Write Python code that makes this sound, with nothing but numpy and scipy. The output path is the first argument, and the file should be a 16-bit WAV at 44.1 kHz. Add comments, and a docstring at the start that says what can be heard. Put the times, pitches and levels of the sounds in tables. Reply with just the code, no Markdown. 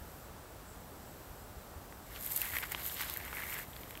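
"""First you hear the soft hiss and low rumble of open air in a pine wood, and a few dull bumps as a
hand shifts on a camera. After two seconds someone shuffles over dry needles and leaves: the ground
crunches under the weight, needles crackle, leaves scrape the sole, twigs snap and brittle bits tick.
Crunch, crackle and scrape are each a swarm of tiny clicks. The microphone's opening rings high in
the treble, so the hiss, sizzle, crackle and ticks are strongest near 13 kHz."""
import sys
import numpy as np
from scipy import signal
from scipy.fft import rfft, irfft
from scipy.io import wavfile
from scipy.ndimage import map_coordinates

SR = 44100
rng = np.random.default_rng(int(sys.argv[2]) if len(sys.argv) > 2 else 0)


def wrap_up_sound(samples):
    """Save the sound to the file named by the first command line argument, as 16-bit audio."""
    columns = np.atleast_2d(samples).T
    # keep every value between -1 and 1, then stretch to whole-number steps
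    tamed = np.clip(columns, -1, 1)
    steps = np.round(tamed * 32767).astype(np.int16)
    wavfile.write(sys.argv[1], SR, steps)


N = 176400
TIME = np.arange(N) / SR
FREQS = np.fft.rfftfreq(2 * N, 1 / SR)

# Tone of each background sound, from low to high: pitch_hz, level_db
AIR_TONE = [(12, -47), (20, -20), (48, -2.5), (64, -4), (92, -5.5), (198, -11.5), (445, -14), (478, -13.5),
            (668, -13.5), (789, -15), (1370, -18.5), (2310, -28), (6000, -32), (7800, -55), (13200, -120)]
HISS_TONE = [(2000, -28), (5000, -14.5), (7000, -6), (11500, -7), (12800, -6), (13500, 0.5), (14400, -8.5),
             (15800, -4.5)]
CHIRR_TONE = [(6000, -38), (7200, -9), (7800, -3), (8300, -7.5), (9300, -40)]
SIZZLE_TONE = [(9000, -19), (12000, -8), (13500, -1), (14500, -11), (16000, -30)]
# How the far sizzle comes and goes: time_s, level_db
SIZZLE_LEVELS = [(.23, -62.5), (.3, -76), (.66, -74), (.78, -67), (1.3, -63), (1.5, -67), (2.1, -65)]
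# Bumps of the hand on the camera: start_s, level_db, pitch_hz
BUMPS = [(.004, -40.5, 68), (1.294, -41.5, 63), (1.562, -46, 69.5), (1.756, -39.5, 69.4),
         (2.527, -41.5, 79)]
# Twigs snapping: start_s, level_db, pitch_hz
SNAPS = [(1.925, -40, 1740), (2.1618, -37, 3080), (2.2724, -37.5, 3200), (2.4182, -28, 2600),
         (2.5358, -29, 1760), (2.556, -29, 2190), (2.5678, -21, 2130), (2.5864, -26, 2490),
         (2.6293, -27, 2070), (2.633, -27, 2020), (2.6382, -30.5, 1520), (2.7215, -33, 1970),
         (2.748, -21.5, 2760), (2.5737, -31, 2000), (2.7483, -27.5, 1090), (2.779, -44, 1150),
         (2.8978, -32.5, 3340), (2.97, -32, 3550), (3.0080, -26.5, 1990), (3.0137, -34, 2800),
         (3.1630, -34.5, 2160), (3.3291, -30, 1620), (3.3691, -29.5, 2010), (3.4032, -36, 1900),
         (3.527, -30, 2220), (3.5977, -33, 1820), (3.733, -41.5, 3150), (3.765, -35.5, 3300),
         (3.834, -37.5, 2760), (3.9085, -34.5, 2350), (3.9534, -36.5, 3240), (3.9747, -35.5, 2380)]
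# The notes one twig rings with, all at once: pitch_ratio, level_db
TWIG_NOTES = [(.38, -13.5), (.58, -6), (.8, 4), (1.03, 7.5), (1.35, -1)]
# How each sound under the foot swells and fades: time_s, relative_level_db
CRUNCH_LEVELS = [(2.05, -63), (2.12, -58), (2.165, -50.5), (2.205, -60), (2.32, -52), (2.375, -54),
                 (2.44, -42.5), (2.51, -50.5), (2.56, -41), (2.605, -53), (2.635, -42), (2.685, -60),
                 (2.72, -42), (2.745, -53.5), (2.79, -46.5), (2.84, -55), (2.975, -51.5), (3.01, -39.5),
                 (3.04, -46.5), (3.14, -53), (3.23, -49.5), (3.28, -47), (3.31, -49.5), (3.385, -43.5),
                 (3.43, -45), (3.49, -46.5), (3.58, -45), (3.635, -51), (3.68, -69), (3.76, -59),
                 (4.0, -64)]
CRACKLE_LEVELS = [(2.05, -65), (2.13, -54), (2.19, -50), (2.23, -40.5), (2.265, -41), (2.29, -44),
                  (2.32, -35.5), (2.34, -38), (2.372, -37), (2.41, -39.5), (2.51, -43.5), (2.55, -37),
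                  (2.61, -46), (2.69, -49), (2.72, -47), (2.745, -52), (2.80, -46.5), (2.87, -38.5),
                  (2.93, -42), (2.975, -46), (3.012, -38.5), (3.04, -45.5), (3.11, -45.5), (3.19, -50.5),
                  (3.31, -50.5), (3.38, -45.5), (3.49, -45), (3.53, -44.5), (3.61, -48), (3.67, -57.5),
                  (3.82, -55), (4.0, -58.5)]
SCRAPE_LEVELS = [(2.08, -71), (2.16, -53), (2.21, -62.5), (2.42, -51), (2.55, -60), (2.68, -59),
                 (2.79, -52), (2.87, -51), (2.94, -55.5), (3.008, -41), (3.04, -48.5), (3.10, -47),
                 (3.19, -59), (3.45, -59.5), (3.6, -56), (3.68, -69), (3.95, -66)]
# Tone of one tiny click of each kind: pitch_hz, level_db
CRUNCH_TONE = [(150, -44), (500, -23.5), (900, -8.5), (1350, -7), (1750, -0.5), (2100, 1.5), (2450, -7.5),
               (3300, -13.5), (5000, -23), (9000, -23.5), (16000, -43)]
CRACKLE_TONE = [(500, -36.5), (1800, -25.5), (4200, -17.5), (6000, -18.5), (7300, -11), (8600, -13),
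                (9700, -10.5), (12000, -7.5), (12900, -1), (13600, 0.5), (14150, -7), (14650, -16),
                (15600, -11.5)]
SCRAPE_TONE = [(400, -20), (1050, 0), (2200, -8), (3000, 2), (4100, 0), (5300, -6), (6300, -8.5),
               (7400, -9), (9000, -8), (12000, -20), (16000, -40)]
TICK_TONE = [(500, -33), (2500, -22.5), (5500, -23.5), (7500, -14), (10000, -12), (12000, -9),
             (13200, -0.5), (13900, -2.5), (14600, -11), (15600, -12)]
# Brittle needles breaking: start_s, peak_db
TICKS = [(2.261, -23), (2.2637, -21), (2.3162, -30), (2.3205, -28), (2.3226, -26), (2.3628, -17),
         (2.3760, -14.5), (2.4166, -16), (2.5522, -23), (2.5852, -20), (2.7198, -19), (2.8633, -23),
         (2.878, -33), (2.9434, -27), (3.0150, -21), (3.099, -23), (3.139, -20.5), (3.1722, -20),
         (3.251, -27), (3.3505, -24), (3.5053, -28), (3.5417, -26.5), (3.9084, -30), (3.9745, -32)]


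def gain(db):
    """Turn decibels into a number to multiply by."""
    return 10 ** (np.asarray(db) / 20)


def normalize(sound):
    """Scale a sound so its average power is 1."""
    return sound / np.sqrt(np.mean(sound ** 2) + 1e-20)


def loudness(levels):
    """Join (time_s, level_db) points into a gain for every sample."""
    return gain(np.interp(TIME, *np.transpose(levels)))


def fade(t, fade_s):
    """A gain that falls by 60 dB every fade_s seconds."""
    return gain(-60 * t / fade_s)


def wobble(per_s):
    """A smooth curve through per_s random values a second."""
    return map_coordinates(rng.standard_normal(4000), [TIME * per_s], mode="wrap")


def tone_db(tone, hz):
    """Read a tone table's level at any pitch, with octaves evenly spaced."""
    pitches, levels = np.transpose(tone)
    return np.interp(np.log(hz + 1), np.log(pitches + 1), levels)


def noise(tone):
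    """Steady noise with the given tone."""
    spectrum = rfft(rng.standard_normal(2 * N)) * gain(tone_db(tone, FREQS))
    return normalize(irfft(spectrum)[:N])


def click(tone, vary_db, size=1024):
    """One tiny break, with a slightly random ring of its own."""
    hz = np.fft.rfftfreq(size, 1 / SR)
    own_ring = map_coordinates(rng.standard_normal(48), [np.sqrt(hz / hz[-1]) * 47])
    spectrum = gain(tone_db(tone, hz) + vary_db * own_ring)
    # Keep the tone but pack the energy at the start, so the click begins sharply.
    cepstrum = irfft(np.log(spectrum))
    cepstrum[1:size // 2] *= 2
    cepstrum[size // 2 + 1:] = 0
    pulse = irfft(np.exp(rfft(cepstrum)))
    return pulse / np.linalg.norm(pulse)


def click_swarm(tone, per_s, spread_db, vary_db, pieces=24):
    """About per_s random breaks a second, shared among pieces that each ring differently."""
    out = np.zeros(N)
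    for _ in range(pieces):
        when, size, sign, chance = rng.random((4, 1500))
        boost_db = spread_db * np.clip(-np.log(1 - size), 0, 3.5)  # many weak breaks, few strong
        strengths = gain(boost_db) * np.sign(sign - .5)
        happens = chance < per_s * N / SR / pieces / len(chance)
        hits = np.bincount((when * N).astype(int), strengths * happens, N)
        out += signal.oaconvolve(hits, click(tone, vary_db))[:N]
    return normalize(out)


def add(out, start_s, sound):
    """Mix a sound into out, beginning at start_s."""
    part = out[max(round(start_s * SR), 0):][:len(sound)]
    part += sound[:len(part)]


def open_air():
    """A faint low rush, a steady hiss, and a thin chirr and sizzle like far insects."""
    rush = gain(-51 + 0.12 * wobble(per_s=8.53)) * noise(AIR_TONE)
    chirr = gain(-71 + 3 * wobble(per_s=21.87)) * noise(CHIRR_TONE)
    hiss = gain(-59) * noise(HISS_TONE)
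    sizzle = loudness(SIZZLE_LEVELS) * noise(SIZZLE_TONE)
    return rush + hiss + chirr + sizzle


def hand_bumps(rise_s=0.015, fade_s=0.065):
    """The hand shifts on the camera body, which gives a few slow shakes."""
    out, t = np.zeros(N), TIME[:SR // 4]
    swell = (1 - np.exp(-(t / rise_s) ** 2)) * fade(t, fade_s)
    swell /= swell.max()
    for start_s, level_db, pitch_hz in BUMPS:
        add(out, start_s, gain(level_db) * swell * np.sin(2 * np.pi * pitch_hz * t))
    return out


def twig_snaps(rise_s=0.00013, ring_fade_s=0.006, splinter_db=-16, splinter_fade_s=0.017):
    """Each twig bends, rings for an instant and sheds splinters."""
    out, t = np.zeros(N), TIME[:SR // 20]
    for start_s, level_db, pitch_hz in SNAPS:
        ring = np.zeros(len(t))
        for ratio, note_db in TWIG_NOTES:
            strength = gain(note_db + rng.normal(0, 3.4))
            note_hz = pitch_hz * ratio * rng.normal(1, 0.056)
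            ring += strength * np.sin(2 * np.pi * (note_hz * t + rng.random()))
        ring *= (1 - np.exp(-(t / rise_s) ** 2)) * fade(t, ring_fade_s)
        splinters = np.convolve(rng.standard_normal(len(t)), click(SCRAPE_TONE, vary_db=5))[:len(t)]
        splinters *= gain(splinter_db) * fade(t, splinter_fade_s)
        add(out, start_s, gain(level_db) * (ring / abs(ring).max() + splinters))
    return out


def footwork(levels, start_s=2.04, rise_s=0.042):
    """Loudness under the foot: silent until it moves, then 1 dB below the given levels."""
    contact = np.clip((TIME - start_s) / rise_s, 0, 1)
    return gain(-1) * contact * loudness(levels)


def ground_crunch():
    """Fallen needles and leaves give way under the foot: woody clicks over fine rubbing."""
    clicks = click_swarm(CRUNCH_TONE, per_s=1000, spread_db=4.5, vary_db=5)
    rubbing = gain(-5) * noise(CRUNCH_TONE)
    return footwork(CRUNCH_LEVELS) * normalize(clicks + rubbing)


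def needle_crackle():
    """Dry needles scuff past each other in small clumps of bright clicks."""
    clicks = click_swarm(CRACKLE_TONE, per_s=1500, spread_db=2.5, vary_db=4)
    rubbing = gain(-5.5) * noise(CRACKLE_TONE)
    clumps = gain(1.8 * wobble(per_s=80))
    return clumps * footwork(CRACKLE_LEVELS) * normalize(clicks + rubbing)


def leaf_scrape():
    """Dead leaves scrape along the sole with coarse, papery clicks."""
    clicks = click_swarm(SCRAPE_TONE, per_s=1400, spread_db=6, vary_db=4)
    rubbing = gain(-5) * noise(SCRAPE_TONE)
    return footwork(SCRAPE_LEVELS) * normalize(clicks + rubbing)


def needle_ticks(burst_fade_s=0.0031, crumble_db=-17, crumble_fade_s=0.018):
    """A needle breaks in a quick burst of tiny cracks, then crumbles briefly."""
    out, t = np.zeros(N), TIME[:SR // 50]
    force = fade(t, burst_fade_s) + gain(crumble_db) * fade(t, crumble_fade_s)
    for start_s, peak_db in TICKS:
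        cracks = force * rng.standard_normal(len(t))
        tick = np.convolve(cracks, click(TICK_TONE, vary_db=-0.5))
        add(out, start_s, gain(peak_db) * tick / abs(tick).max())
    return out


def scene():
    """All the sounds reach one microphone, with no echo."""
    shuffle = ground_crunch() + leaf_scrape() + needle_crackle() + twig_snaps() + needle_ticks()
    return (shuffle + hand_bumps() + open_air())[None]


def record(dry, top_hz=15760):
    """The camera picks up nothing higher than top_hz."""
    return irfft(rfft(dry, 2 * N) * (FREQS < top_hz))[:, :N]


dry = scene()
out = record(dry)
wrap_up_sound(out)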